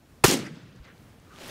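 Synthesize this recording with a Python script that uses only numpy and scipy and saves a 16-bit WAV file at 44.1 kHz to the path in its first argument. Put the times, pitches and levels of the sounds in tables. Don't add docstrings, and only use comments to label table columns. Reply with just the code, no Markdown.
import sys
import numpy as np
from scipy import signal
from scipy.fft import rfft, irfft, next_fast_len
from scipy.io import wavfile
from scipy.ndimage import uniform_filter1d, map_coordinates

SR = 44100
rng = np.random.default_rng(int(sys.argv[2]) if len(sys.argv) > 2 else 0)


def convert_level_to_amplitude(level_db):
    exponent = np.asarray(level_db, float) / 20
    return 10 ** exponent


def to_wav(s):
    ch = np.atleast_2d(s).T
    pcm = np.round(np.clip(ch, -1, 1) * 32767)
    wavfile.write(sys.argv[1], SR, pcm.astype(np.int16))


N = 66150
SHOT_S = 0.2383


def unit(x):
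    return x / np.sqrt(np.mean(x ** 2) + 1e-20)


def along(points, hz):
    f, v = np.transpose(points)
    return np.interp(np.log(hz + 1), np.log(f + 1), v)


def curve(rows):
    s, db = np.transpose(rows)
    return np.interp(np.arange(N) / SR, s, db, left=-120)


def wobble(rate):
    knots = rng.standard_normal(int(N * rate / SR) + 4)
    return map_coordinates(knots, [np.arange(N) * rate / SR])


def shape(start, rise, hold, t60):
    t = np.arange(N) / SR - start
    decay = convert_level_to_amplitude(-60 * np.clip(t - rise - hold, 0, None) / t60)
    return np.clip(t / rise, 0, 1) ** 2 * decay


def filtered(x, response):
    m = next_fast_len(N + 8192)
    return irfft(rfft(x, m) * response(np.fft.rfftfreq(m, 1 / SR)), m)[..., :N]


def hiss(spectrum, patchy_db, air_db=0, crackle_db=0, near_s=SHOT_S):
    raw = rng.standard_normal(N) * convert_level_to_amplitude(crackle_db * wobble(900))
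    raw = unit(filtered(raw, lambda hz: convert_level_to_amplitude(along(spectrum, hz))))
    hz, t, z = signal.stft(raw, SR, nperseg=512)
    patches = uniform_filter1d(rng.standard_normal(z.shape), 6, 0)
    patches = unit(uniform_filter1d(patches, 3, 1))
    travel = np.clip(np.abs(t - near_s), 0, 0.5)
    loss = air_db * np.outer(hz / 1000 - 4, travel)
    return signal.istft(z * convert_level_to_amplitude(patchy_db * patches - loss), SR, nperseg=512)[1][:N]


def grains(s, db, hz, cycles):
    t = np.arange(SR // 16) / SR
    u = np.outer(hz / np.asarray(cycles), t)
    swell = np.e * u * np.exp(-u)
    waves = convert_level_to_amplitude(db)[:, None] * swell * np.sin(2 * np.pi * np.outer(hz, t))
    at = np.round(np.asarray(s) * SR).astype(int)[:, None] + np.arange(len(t))
    return np.bincount(at.ravel(), waves.ravel(), N + SR)[:N]


# f/Hz, level/dB [per Hz]
WIND_COLOUR = [(25, -14), (55, 1.5), (130, 0.5), (230, -3), (450, -11), (1000, -16.5), (4000, -26),
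               (16000, -34)]


def wind_floor():
    floor_db, duck_db, after_db, recover_s = -56.5, -5.5, 2, 0.6
    t = np.arange(N) / SR - SHOT_S
    gain_db = (duck_db * np.exp(-(t / recover_s) ** 4) + after_db) * (t > 0)
    return convert_level_to_amplitude(floor_db + gain_db + 0.81 * wobble(9.3)) * hiss(WIND_COLOUR, 0.88)


# t/s, level/dB
CLOTH_SWELL = [(1.2, -72.5), (1.3, -65), (1.36, -54), (1.41, -46), (1.46, -45.5), (1.5, -42.5)]
# f/Hz, level/dB [per Hz]
CLOTH_COLOUR = [(40, -15), (100, -6), (300, -3.5), (600, -6), (1000, -11), (2700, -11), (7000, -18),
                (16000, -27.5)]


def cloth():
    level = convert_level_to_amplitude(curve(CLOTH_SWELL) + 1.0 + 0.58 * wobble(59.4))
    brightens = 4
    return level * hiss(CLOTH_COLOUR, 0.93, air_db=brightens, crackle_db=2.0, near_s=1.484)


# f/Hz, level/dB [per Hz]
STRAP_COLOUR = [(800, -33), (1200, 7.5), (1450, 2), (1750, -5), (2400, -30)]


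def strap():
    return convert_level_to_amplitude(-58.5) * shape(1.237, 0.071, 0.11, 0.25) * hiss(STRAP_COLOUR, 2.7, crackle_db=-1.5)


# t/s, level/dB [peak], f/Hz
TICK_HITS = [(.557, -48, 4940), (.62, -55, 6455), (0.7624, -51, 6440), (0.8451, -47, 3730),
             (.851, -48.5, 6500), (.879, -55, 4980), (.98, -49, 4300), (1.027, -54.5, 5240),
             (1.125, -57, 4030), (1.2, -49, 6850), (1.361, -42, 3300), (1.387, -43, 4000),
             (1.4225, -38, 3380), (1.481, -32, 10900), (1.486, -53, 5000)]
# t/s, level/dB [peak], f/Hz
CREAK_RINGS = [
    (.465, -38, 2000),
    (1.307, -48, 1510),
    (1.33, -46.5, 1320),
]


def handling():
    bump = -grains([0.799], [-40], [57], 0.5)
    s, db, hz = np.transpose(TICK_HITS)
    ticks = grains(s, db, hz, 0.72)
    rebounds = grains(s + 0.00068, db - 9, hz * 1.3, 0.74)
    s, db, hz = np.transpose(CREAK_RINGS)
    creaks = grains(s, db, hz, 2.4)
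    return bump + ticks + rebounds + creaks


# t/s, hold/s, level/dB
SLOPE_ANSWERS = [
    (0.388, .012, -47),
    (0.433, 0.03, -51.5),
    (0.831, 0.056, -56.5),
]
# f/Hz, level/dB [per Hz]
SLOPE_COLOUR = [(500, -7), (1000, -4), (1500, 2.5), (2100, 4), (3200, -7.5), (7000, -43.5)]


def far_slopes():
    level = sum(convert_level_to_amplitude(db) * shape(s, 0.017, hold, 0.2) for s, hold, db in SLOPE_ANSWERS)
    return level * hiss(SLOPE_COLOUR, 1.9)


# t/s, level/dB
GROUND_ROLL = [(.275, -19), (.293, -21), (.351, -23.5), (.409, -30.5), (.5, -38.5), (.613, -46.5),
               (.8, -46.5), (.9, -50.5), (1.1, -53), (1.3, -58.5)]
# t/s, level/dB [peak], f/Hz
GROUND_THUDS = [(0.2922, -17, 296), (0.301, -14.5, 330), (0.3135, -18, 299), (.322, -16.5, 296),
                (0.327, -19, 300), (0.341, -18, 305), (0.352, -23, 273), (.358, -24, 308), (.369, -26, 264),
                (0.374, -25, 253), (.391, -26, 243), (.405, -37, 99.5), (0.431, -31, 330),
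                (.445, -32.5, 191), (0.474, -34, 300), (.508, -34, 160.4), (0.533, -35.5, 170.5),
                (0.571, -42, 266), (.595, -44, 133), (.632, -42, 119.8), (0.654, -44, 168.4),
                (.745, -44.5, 170), (.757, -44, 128.6)]


def ground():
    draw = rng.random((900, 3))
    s = draw[:, 0] * N / SR
    near_hz, far_hz, sink_s = 330, 125, 0.33
    pitch = far_hz + (near_hz - far_hz) * np.exp(-np.abs(s - SHOT_S) / sink_s)
    spread = np.exp(1.3 * (draw[:, 1] - 0.5))
    roll = grains(s, -2 * np.log(draw[:, 2]), pitch * spread, 0.86)
    power = np.abs(uniform_filter1d(roll ** 2, size=2000))
    roll = roll / np.sqrt(power + 1e-9) * convert_level_to_amplitude(curve(GROUND_ROLL) - 5.5)
    s, db, hz = np.transpose(GROUND_THUDS)
    thuds = grains(s, db, hz, 0.31 + 1.9 * (s - SHOT_S))
    edges = grains(s, db - 8.5, 2.5 * hz, 0.77)
    low_cut_hz = 90
    return filtered(roll + thuds + edges, lambda f: 1 / (1 + (low_cut_hz / (f + 1)) ** 3))


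# t/s, level/dB
BRUSH_DECAY = [(.262, -25.5), (.336, -28), (.36, -36.5), (.39, -41), (.43, -48.5), (.47, -50), (.51, -57),
               (.62, -60.5), (.7, -65.5), (.78, -66), (.82, -69), (.85, -60), (.9, -67), (1.0, -72.5)]
# f/Hz, level/dB [per Hz]
BRUSH_COLOUR = [(250, -17.5), (500, -4), (800, -13.5), (1300, -7.5), (2100, -7), (5000, -5.5), (7500, -7.5),
                (16000, -15.5)]


def brush():
    level = convert_level_to_amplitude(curve(BRUSH_DECAY) + 2.0 + 0.64 * wobble(70))
    return level * hiss(BRUSH_COLOUR, 2.1, air_db=7.5, crackle_db=0.5)


# t/s, level/dB
BUSH_ANSWERS = [(0.264, -25), (.283, -20), (0.292, -26.5), (.3, -23.5), (0.313, -20), (0.329, -30.5),
                (0.34, -27), (.375, -38), (.391, -42.5)]
# f/Hz, level/dB [per Hz]
TWIG_COLOUR = [(1500, -23), (4000, -2.5), (6500, 3), (10000, -7), (16000, -17)]


def near_bushes():
    t, puff_s = np.arange(N) / SR, 0.002
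    level = sum(convert_level_to_amplitude(db) * np.exp(-((t - s) / puff_s) ** 2) for s, db in BUSH_ANSWERS)
    return level * hiss(TWIG_COLOUR, 1.5)


# f/Hz, level/dB [per Hz]
GAS_COLOUR = [(290, -22), (500, -8), (1160, -7), (1340, -5), (1460, -10.5), (3290, -12), (10100, -19),
              (16000, -27.5)]


def shot():
    t = np.clip(np.arange(N) / SR - SHOT_S, 0, None)
    fall_s, body_hz, extra_hz = 0.0061, 370, 570
    high = np.exp(-(t / fall_s) ** 6) * (t > 0)
    turns = body_hz * t + extra_hz * np.cumsum(high) / SR
    whoop_db, body_db = -10.5, -6.5
    level = convert_level_to_amplitude(body_db + (whoop_db - body_db) * high) * shape(SHOT_S, 0.0018, 0.0079, 0.023)
    rasp = convert_level_to_amplitude(-7.5) * high * np.sin(2 * np.pi * 2620 * t)
    whoop = level * (np.sin(2 * np.pi * turns) + rasp)

    thump_late_s, thump_hz = 0.0019, 135
    thump = convert_level_to_amplitude(-14.5) * shape(SHOT_S + thump_late_s, 0.0019, 0.01136, 0.024)
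    thump = thump * np.sin(2 * np.pi * thump_hz * (t - thump_late_s))
    push = grains([SHOT_S + 0.0024], [-29.5], [62], 0.52)
    gas = convert_level_to_amplitude(-11.5) * shape(SHOT_S - 0.0011, 0.0037, 0.0044, 0.091)
    gas = gas * hiss(GAS_COLOUR, 1.5, crackle_db=-0.5)
    return whoop + thump + push + gas


def scene():
    camera = cloth() + strap() + handling()
    land = far_slopes() + ground() + brush() + near_bushes()
    return (wind_floor() + camera + land + shot())[None]


def band_limit(x):
    return signal.sosfilt(signal.butter(12, 16490, fs=SR, output="sos"), x)


def record(dry):
    ceiling, knee, top_hz = 0.62, 6, 15740
    x = dry / (1 + np.abs(dry / ceiling) ** knee) ** (1 / knee)
    x = filtered(x, lambda hz: 1 / (1 + (hz / top_hz) ** 400))
    return band_limit(x)


dry = scene()
out = record(dry)
to_wav(out)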